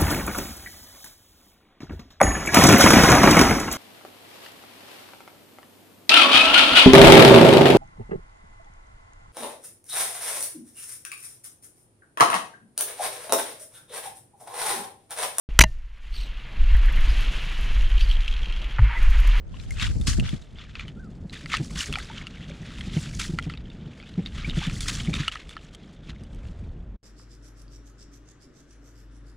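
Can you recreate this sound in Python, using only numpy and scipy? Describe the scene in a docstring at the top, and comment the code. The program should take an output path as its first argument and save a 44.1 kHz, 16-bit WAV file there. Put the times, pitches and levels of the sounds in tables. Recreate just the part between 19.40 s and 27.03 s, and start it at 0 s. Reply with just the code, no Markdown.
"""Skimming slush from an ice hole

A plastic ladle scoops slush from a hole in lake ice. The slush hisses and crackles as it slides, drains
and is thrown; knocks on ice chips and the rim excite the ladle's damped modes; bubbles pop, and there is
one thin squeak. Turbulent wind buffets the microphone over a far rush of air. The stereo image is wide
in the first gust, then narrows to the centre."""
import sys
import numpy as np
from scipy import signal
from scipy.fft import rfft, irfft, next_fast_len
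from scipy.io import wavfile
from scipy.ndimage import map_coordinates

SR = 44100
rng = np.random.default_rng(int(sys.argv[2]) if len(sys.argv) > 2 else 0)


def persist_wave(psi):
    """Save psi, clipped to +-1, as 16-bit WAV."""
    counts = np.round(np.clip(psi, -1, 1) * 32767).astype(np.int16)
    wavfile.write(sys.argv[1], SR, np.atleast_2d(counts).T)


N = 336471


def amp(db):
    return 10 ** (np.asarray(db) / 20)


def unit_rms(x):
    return x / np.sqrt(np.mean(x ** 2) + 1e-20)


def curves(rows):
    """Linear interpolation: one value per sample for each column after the time."""
    time_s, *columns = np.transpose(list(rows))
    return [np.interp(np.arange(N) / SR, time_s, column) for column in columns]


def wobble(rate_hz):
    """Random modulation: a spline through Gaussian values, rate_hz of them a second."""
    knots = rng.standard_normal(int(N * rate_hz / SR) + 4)
    return map_coordinates(knots, [np.arange(N) * rate_hz / SR])


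def filtered(x, response):
    """Zero-phase filtering: the spectrum of x times a function of frequency."""
    size = next_fast_len(N + 8192)
    return irfft(rfft(x, size) * response(np.fft.rfftfreq(size, 1 / SR)), size)[..., :N]


def equalised(x, points):
    """Spectral shaping by (frequency_hz, gain_db) points joined on a log-frequency axis."""
    frequency_hz, gain_db = np.transpose(points)
    return filtered(x, lambda hz: amp(np.interp(np.log(hz + 1), np.log(frequency_hz), gain_db)))


def coloured(x, points):
    """Band-pass shaping: the spectrum falls away beyond the points; rms 1."""
    return unit_rms(equalised(x, [(1, -120), *points, (SR / 2, -120)]))


def grains(per_s, pitch_hz, spread, decay_cycles, size_db, rise=0):
    """Shot noise: tiny damped sines at random moments, a few much larger than the rest; rms 1."""
    when, rank = rng.random((int(per_s * N / SR), 2)).T[:, :, None]
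    hz = np.clip(pitch_hz * np.exp(spread * rng.standard_normal(when.shape)), 600, SR / 4)
    k = np.arange(384)
    age = k * hz / (decay_cycles * SR)  # in time constants
    attack = np.minimum(4 * age, 1) if rise else 1
    shape = np.sin(2 * np.pi * hz * k / SR * (1 + rise * age)) * np.exp(-age) * attack
    size = amp(-size_db * np.log(rank + 0.039))
    at = (when * N).astype(int) + k
    return unit_rms(np.bincount(at.ravel(), (size * shape).ravel(), N + 384)[:N])


def bursts(rows, rise_s):
    """Exponential growth and decay of wet and icy power: 12 dB up in rise_s(fade_s), down in fade_s."""
    t, power = np.arange(N) / SR, np.zeros((2, N))
    for peak_s, wet_db, icy_db, fade_s in rows:
        span = slice(max(round((peak_s - .6) * SR), 0), round((peak_s + .8) * SR))
        age = t[span] - peak_s
        down_db = 12 * np.where(age < 0, -age / rise_s(fade_s), age / fade_s)
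        power[:, span] += amp(2 * (np.array([[wet_db], [icy_db]]) - down_db))
    return power


def wind():
    """Turbulent pressure on a microphone port: a deep buffet, flutter in its cavity and single puffs."""
    # strength of the gusts: time_s, buffet_db, flutter_db
    gusts = [(0, -40, -50.5), (.3, -37, -47), (.45, -26.5, -42), (.82, -24, -40), (1.04, -46.5, -53.5),
             (1.6, -41, -40), (1.9, -45.5, -42.5), (2.5, -36, -40.5), (3.2, -46, -43.5), (3.58, -35, -38),
             (4.1, -37, -38.5), (4.65, -47.5, -44), (5.1, -31.5, -40), (5.78, -29.5, -31),
             (5.9, -43.5, -60), (6.42, -52.5, -46.5), (7.05, -37.5, -48.5), (7.56, -40, -47)]
    # buffet spectrum: frequency_hz, density_db
    buffet_spectrum = [(15, -15), (30, 0.5), (55, 0), (90, -5), (130, -13.5), (250, -39.5)]
    # cavity flutter spectrum: frequency_hz, density_db
    flutter_spectrum = [(70, -19.5), (110, -3), (160, 1.5), (230, -4), (330, -15), (500, -23), (900, -32.5),
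                        (1500, -73.5)]
    buffet_db, flutter_db = curves(gusts)
    lumps_db = 2 * wobble(18)
    buffet = coloured(amp(lumps_db) * rng.standard_normal(N), buffet_spectrum)
    flutter = coloured(amp(lumps_db + 2.43 * wobble(40)) * rng.standard_normal(N), flutter_spectrum)
    return amp(buffet_db) * buffet + amp(flutter_db) * flutter + puffs(flutter)


def far_air(level_db=-57.5):
    """Broadband noise with slow amplitude modulation: the smooth rush of air over the lake."""
    # spectrum of the rush: frequency_hz, density_db
    spectrum = [(250, -7), (600, -14.5), (1000, -23), (1400, -23), (3500, -36), (4200, -42.5),
                (7500, -48.5), (11500, -66)]
    return amp(level_db + 2.3 * wobble(2.825)) * coloured(rng.standard_normal(N), spectrum)


def slush():
    """Incoherent sources add in power: draining, sliding and landing slush drive a hiss and a fizz.
    Returns two uncorrelated signals under the same swells."""
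    # steady draining of the ladle: time_s, wet_db, icy_db
    drain = [(0, -85, -84), (.15, -58, -66), (.35, -54, -52), (.58, -64, -55), (.93, -48, -56),
             (1.05, -64, -72), (1.88, -70, -74), (2.27, -57, -48), (2.55, -48, -54), (2.9, -51, -65),
             (3.2, -52, -63), (3.5, -45, -56), (3.72, -54, -50), (4.25, -59, -74), (4.8, -54, -67),
             (5.1, -44, -56), (5.36, -50, -46), (5.58, -39, -42), (5.7, -46, -52), (5.9, -52, -68),
             (6.05, -56, -74), (6.6, -63, -75), (7.1, -63, -72), (7.56, -77, -89)]
    # slides that swell and fade: peak_s, wet_db, icy_db, fade_s
    sloshes = [(.2, -51.5, -57, .05), (.43, -25.5, -37, .04), (.87, -40, -50, .05), (1.21, -45.5, -85, .06),
               (1.295, -48, -68, .03), (1.36, -43, -67, .02), (1.41, -36.5, -66, .025),
               (1.49, -52, -74, .03), (2.145, -23.5, -41, .033), (2.405, -28, -26.5, .045),
               (2.6, -40, -46, .05), (2.7, -46, -70, .02), (2.78, -38, -66, .05), (3.265, -42, -55, .04),
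               (3.385, -45, -52, .02), (3.535, -38, -46, .04), (3.64, -40, -45, .07), (4.04, -46, -56, .05),
               (4.11, -44, -58, .03), (4.99, -42, -59, .04), (5.24, -28.5, -42, .055),
               (5.81, -31, -43, .055), (6.11, -48, -53, .045), (6.24, -52, -59, .025),
               (6.34, -55, -58, .025), (6.445, -56, -66, .025), (6.535, -55, -62, .015),
               (6.695, -46, -58.5, .035), (7.075, -57, -61, .025)]
    # sudden landings: peak_s, wet_db, icy_db, fade_s
    splats = [(.672, -27.5, -24, .048), (1.93, -41, -50, .11), (2.36, -35.5, -37, .05),
              (3.797, -28, -27, .055), (5.41, -43, -34, .035), (5.485, -31, -29, .06),
              (5.738, -31.5, -48, .05), (5.922, -37.5, -49, .06)]
    # spectrum of the wet hiss: frequency_hz, gain_db
    wet_spectrum = [(500, -34.5), (900, -13.5), (1250, -5), (1600, -5), (2500, -5.5), (3500, -1.5),
                    (4600, -11), (7000, -16.5), (12000, -52.5)]
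    # spectrum of the ice-crystal fizz: frequency_hz, gain_db
    icy_spectrum = [(3000, -27), (4300, -0.5), (5500, -3.5), (6500, -4), (7600, -4), (9000, -11),
                    (10300, -11), (11500, -22.5), (15700, -30.5)]
    power = amp(2 * np.array(curves(drain)))
    power += bursts(sloshes, rise_s=lambda fade_s: .8 * fade_s)
    power += bursts(splats, rise_s=lambda fade_s: .004)
    stutter = amp(1.5 * wobble(45) + 2.18 * wobble(150))
    crackle = grains(per_s=600, pitch_hz=2590, spread=.42, decay_cycles=2.3, size_db=3.5)
    droplets = grains(per_s=90, pitch_hz=3000, spread=.35, decay_cycles=5, size_db=5, rise=.02)
    wet = 1.02 * rng.standard_normal(N) + 0.45 * crackle + 0.38 * droplets
    icy = 1.07 * rng.standard_normal(N)
    icy += 0.34 * grains(per_s=400, pitch_hz=6850, spread=.3, decay_cycles=5, size_db=8.5)
    hiss = coloured(stutter * wet, wet_spectrum)
    fizz = coloured(stutter * amp(2.5 * wobble(30)) * icy, icy_spectrum)
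    texture = np.array([hiss, fizz])
    uncorrelated = np.roll(texture, N // 2, axis=1)
    return [np.sum(np.sqrt(power) * layers, 0) for layers in (texture, uncorrelated)]


def bubbles(attack_s=0.0026):
    """Bubble resonance: each damped tone rises in pitch as the bubble reaches the surface."""
    # air bubbles: start_s, pitch_hz, level_db, t60_s
    pops = [(.14, 1000, -37.5, 0.038), (.308, 1996, -21.5, 0.026), (2.572, 760, -23.5, 0.026),
            (2.7, 860, -30, 0.046), (3.1, 542, -34.5, 0.053), (5.045, 2230, -20, 0.046),
            (5.216, 800, -24, 0.025)]
    out, t = np.zeros(N + SR), np.arange(SR // 8) / SR
    attack = 1 - np.exp(-t / attack_s)
    for start_s, pitch_hz, level_db, t60_s in pops:
        phase = 2 * np.pi * np.cumsum(pitch_hz * (1 + 0.305 * t / t60_s)) / SR
        out[round(start_s * SR):][:len(t)] += amp(level_db - 60 * t / t60_s) * np.sin(phase) * attack
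    return out[:N]


def knocks(chip_t60_s=0.014, snap_t60_s=0.012, attack_s=0.00039, second_click_db=-9):
    """Impact excites damped modes: ladle and chip ring, and ice snaps.
    A weaker click a few milliseconds later roughens the attack."""
    # ladle striking ice: start_s, level_db, chip_hz, bowl_db, snap_db
    impacts = [(0.3072, -29.5, 2070, -20, 3), (0.3975, -19.5, 2680, -20, -18),
               (0.613, -29.5, 3600, -16, -3), (0.7981, -18, 2730, -28, -9.5),
               (0.8917, -22.5, 3370, -20, -12), (1.1855, -32.5, 3530, -19, -34),
               (1.3539, -24, 2570, -10, -28), (1.3954, -20, 2430, -13, -22),
               (1.4809, -28.5, 3030, -15, -17), (1.8965, -33, 4040, -28, -21),
               (2.0592, -24, 2030, -10, -18), (2.1397, -12.5, 1800, 6, -30), (2.169, -18, 2720, -28, -5),
               (2.5263, -19, 2670, -12, -5), (2.5384, -16.5, 3300, -10, -20), (2.556, -14, 2390, -7, -28),
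               (2.586, -23, 2020, -3, -6), (2.8689, -25.5, 2800, -13, -14), (3.409, -24, 3200, -30, -30),
               (3.9873, -15, 2030, -3, -14), (4.0257, -31, 3200, -20, -10), (4.0984, -27, 2000, -3, -18),
               (4.138, -29, 2600, -4, -24), (4.174, -31.5, 3770, -16, -26), (4.301, -36, 3600, -20, -20),
               (4.6, -36, 2200, -12, -30), (4.627, -37, 2500, -9, -30), (4.8604, -20, 3700, -21, -30),
               (5.0968, -19, 3720, -25, -22), (5.268, -24, 3000, -20, -8), (5.2975, -23.5, 2480, -8, -12),
               (5.4066, -23, 3540, -23, 2), (5.43, -27, 3300, -28, -10), (5.7396, -15, 3690, -18, -13),
               (5.8806, -10, 2910, -5, -15), (5.916, -29, 2900, -14, -25), (5.956, -22.5, 1880, 2, -22),
               (6.0926, -30.5, 3500, -10, -6), (6.1669, -27, 1760, 4, -22), (6.348, -33, 3200, -17, -1),
               (6.836, -48, 4800, -25, 4), (6.9471, -50, 3110, -14, 5)]
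    # modes of the ladle, the bowl's first: pitch_hz, level_db, t60_s
    ladle_modes = [(1332, -1.5, 0.026), (2170, -9, 0.013), (2810, -4.5, 0.0086), (4350, -5, .007)]
    out, t = np.zeros(N + SR), np.arange(SR // 16) / SR
    scatters_db = rng.normal(0, 2.1, (len(impacts), len(ladle_modes)))  # also detunes the modes
    snap_band = signal.butter(3, [5200, 9800], "band", fs=SR, output="sos")
    attack = 1 - np.exp(-t / attack_s)
    for (start_s, level_db, chip_hz, bowl_db, snap_db), scatter_db in zip(impacts, scatters_db):
        bowl, *upper = [amp(db + shift - 60 * t / t60_s) * np.sin(2 * np.pi * hz * amp(shift / 8) * t)
                        for (hz, db, t60_s), shift in zip(ladle_modes, scatter_db)]
        chip = amp(-0.5 - 60 * t / chip_t60_s) * np.sin(2 * np.pi * chip_hz * t)
        snap_noise = signal.sosfilt(snap_band, rng.standard_normal(len(t)))
        snap = amp(snap_db - 60 * t / snap_t60_s) * snap_noise
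        ring = (amp(bowl_db) * bowl + sum(upper) + chip) * attack
        second_click_s = start_s + .003 + .002 * abs(scatter_db[0])
        out[round(start_s * SR):][:len(t)] += amp(level_db) * (ring + snap)
        out[round(second_click_s * SR):][:len(t)] += amp(level_db + second_click_db) * (chip + snap)
    return out[:N]


def puffs(flutter):
    """Pressure pulses in the port: low tone bursts a few cycles long, roughened by the flutter."""
    # single puffs of wind: start_s, level_db, pitch_hz
    pulses = [(0.419, -21.5, 89), (0.551, -23, 98), (0.594, -17.5, 91.5), (0.673, -19.5, 128),
              (0.778, -16.5, 174), (0.819, -20.5, 122), (0.926, -20.5, 152), (2.197, -13, 145),
              (2.485, -23, 200), (3.467, -25, 179), (3.564, -12.5, 151), (3.889, -18.5, 164),
              (3.93, -21, 158), (4.063, -16, 159.6), (4.775, -17.5, 186), (5.072, -22.5, 168),
              (5.168, -15, 158.4), (5.269, -21, 132.5), (5.6, -29.5, 97), (5.676, -14.5, 169),
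              (5.795, -17.5, 148)]
    out, t = np.zeros(N + SR), np.arange(SR // 8) / SR
    swell = (t / 0.0114) ** 2 * np.exp(2 - 2 * t / 0.0098)
    for (start_s, level_db, pitch_hz), phases in zip(pulses, rng.random((len(pulses), 2))):
        start = round(start_s * SR)
        tone = np.sin(2 * np.pi * (phases[0] + pitch_hz * t))
        overtone = 0.16 * np.sin(2 * np.pi * (phases[1] + 2.075 * pitch_hz * t))
        roughness = 0.38 * flutter[start:][:len(t)]
        out[start:][:len(t)] += amp(level_db) * swell * (tone + overtone + roughness)
    return out[:N]


def squeak(fade_s=.02):
    """Frequency modulation: one thin, unsteady tone arches up and down."""
    # course of the squeak: time_s, pitch_hz, level_db
    arch = [(1.56, 1306, -60), (1.61, 1604, -51), (1.68, 1230, -60)]
    (start_s, start_hz, _), *_, (end_s, end_hz, _) = arch
    pitch_hz, level_db = curves([(start_s - fade_s, start_hz, -120), *arch,
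                                 (end_s + fade_s, end_hz, -120)])
    phase = 2 * np.pi * np.cumsum(pitch_hz * (1 + 0.028 * wobble(240))) / SR
    return amp(level_db + 3.3 * wobble(100)) * np.sin(phase)


def scene():
    """Mid-side stereo: uncorrelated sound at the two ports gives width, which shrinks with the side."""
    # side spectrum of the slush, whose treble differs more between ports: frequency_hz, gain_db
    spread = [(1000, -6), (2500, -9), (8000, 0), (14000, 2)]
    # side gains: time_s, wind_db, near_db
    width = [(.97, 0, 0), (1.05, -5, -16), (1.82, -20, -28), (1.89, -60, -26)]
    wind_db, near_db = curves(width)
    slush_mid, slush_side = slush()
    near = slush_mid + knocks() + bubbles() + squeak()
    near_side = equalised(slush_side, spread) + .15 * near  # near sources sit a little left
    mid = wind() + far_air() + near
    side = amp(wind_db) * (wind() + far_air()) + amp(near_db) * near_side
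    return np.array([mid + side, mid - side])


def record(dry):
    """Gating and band limiting: the sound stops just before the end, and the top treble is cut."""
    stop_s, cutoff_hz = 7.562, 15725
    gate_db, = curves([(0, 0), (stop_s, 0), (stop_s + 0.0045, -22), (stop_s + 0.018, -40)])
    return filtered(dry * amp(gate_db), lambda hz: hz < cutoff_hz)


dry = scene()
out = record(dry)
persist_wave(out)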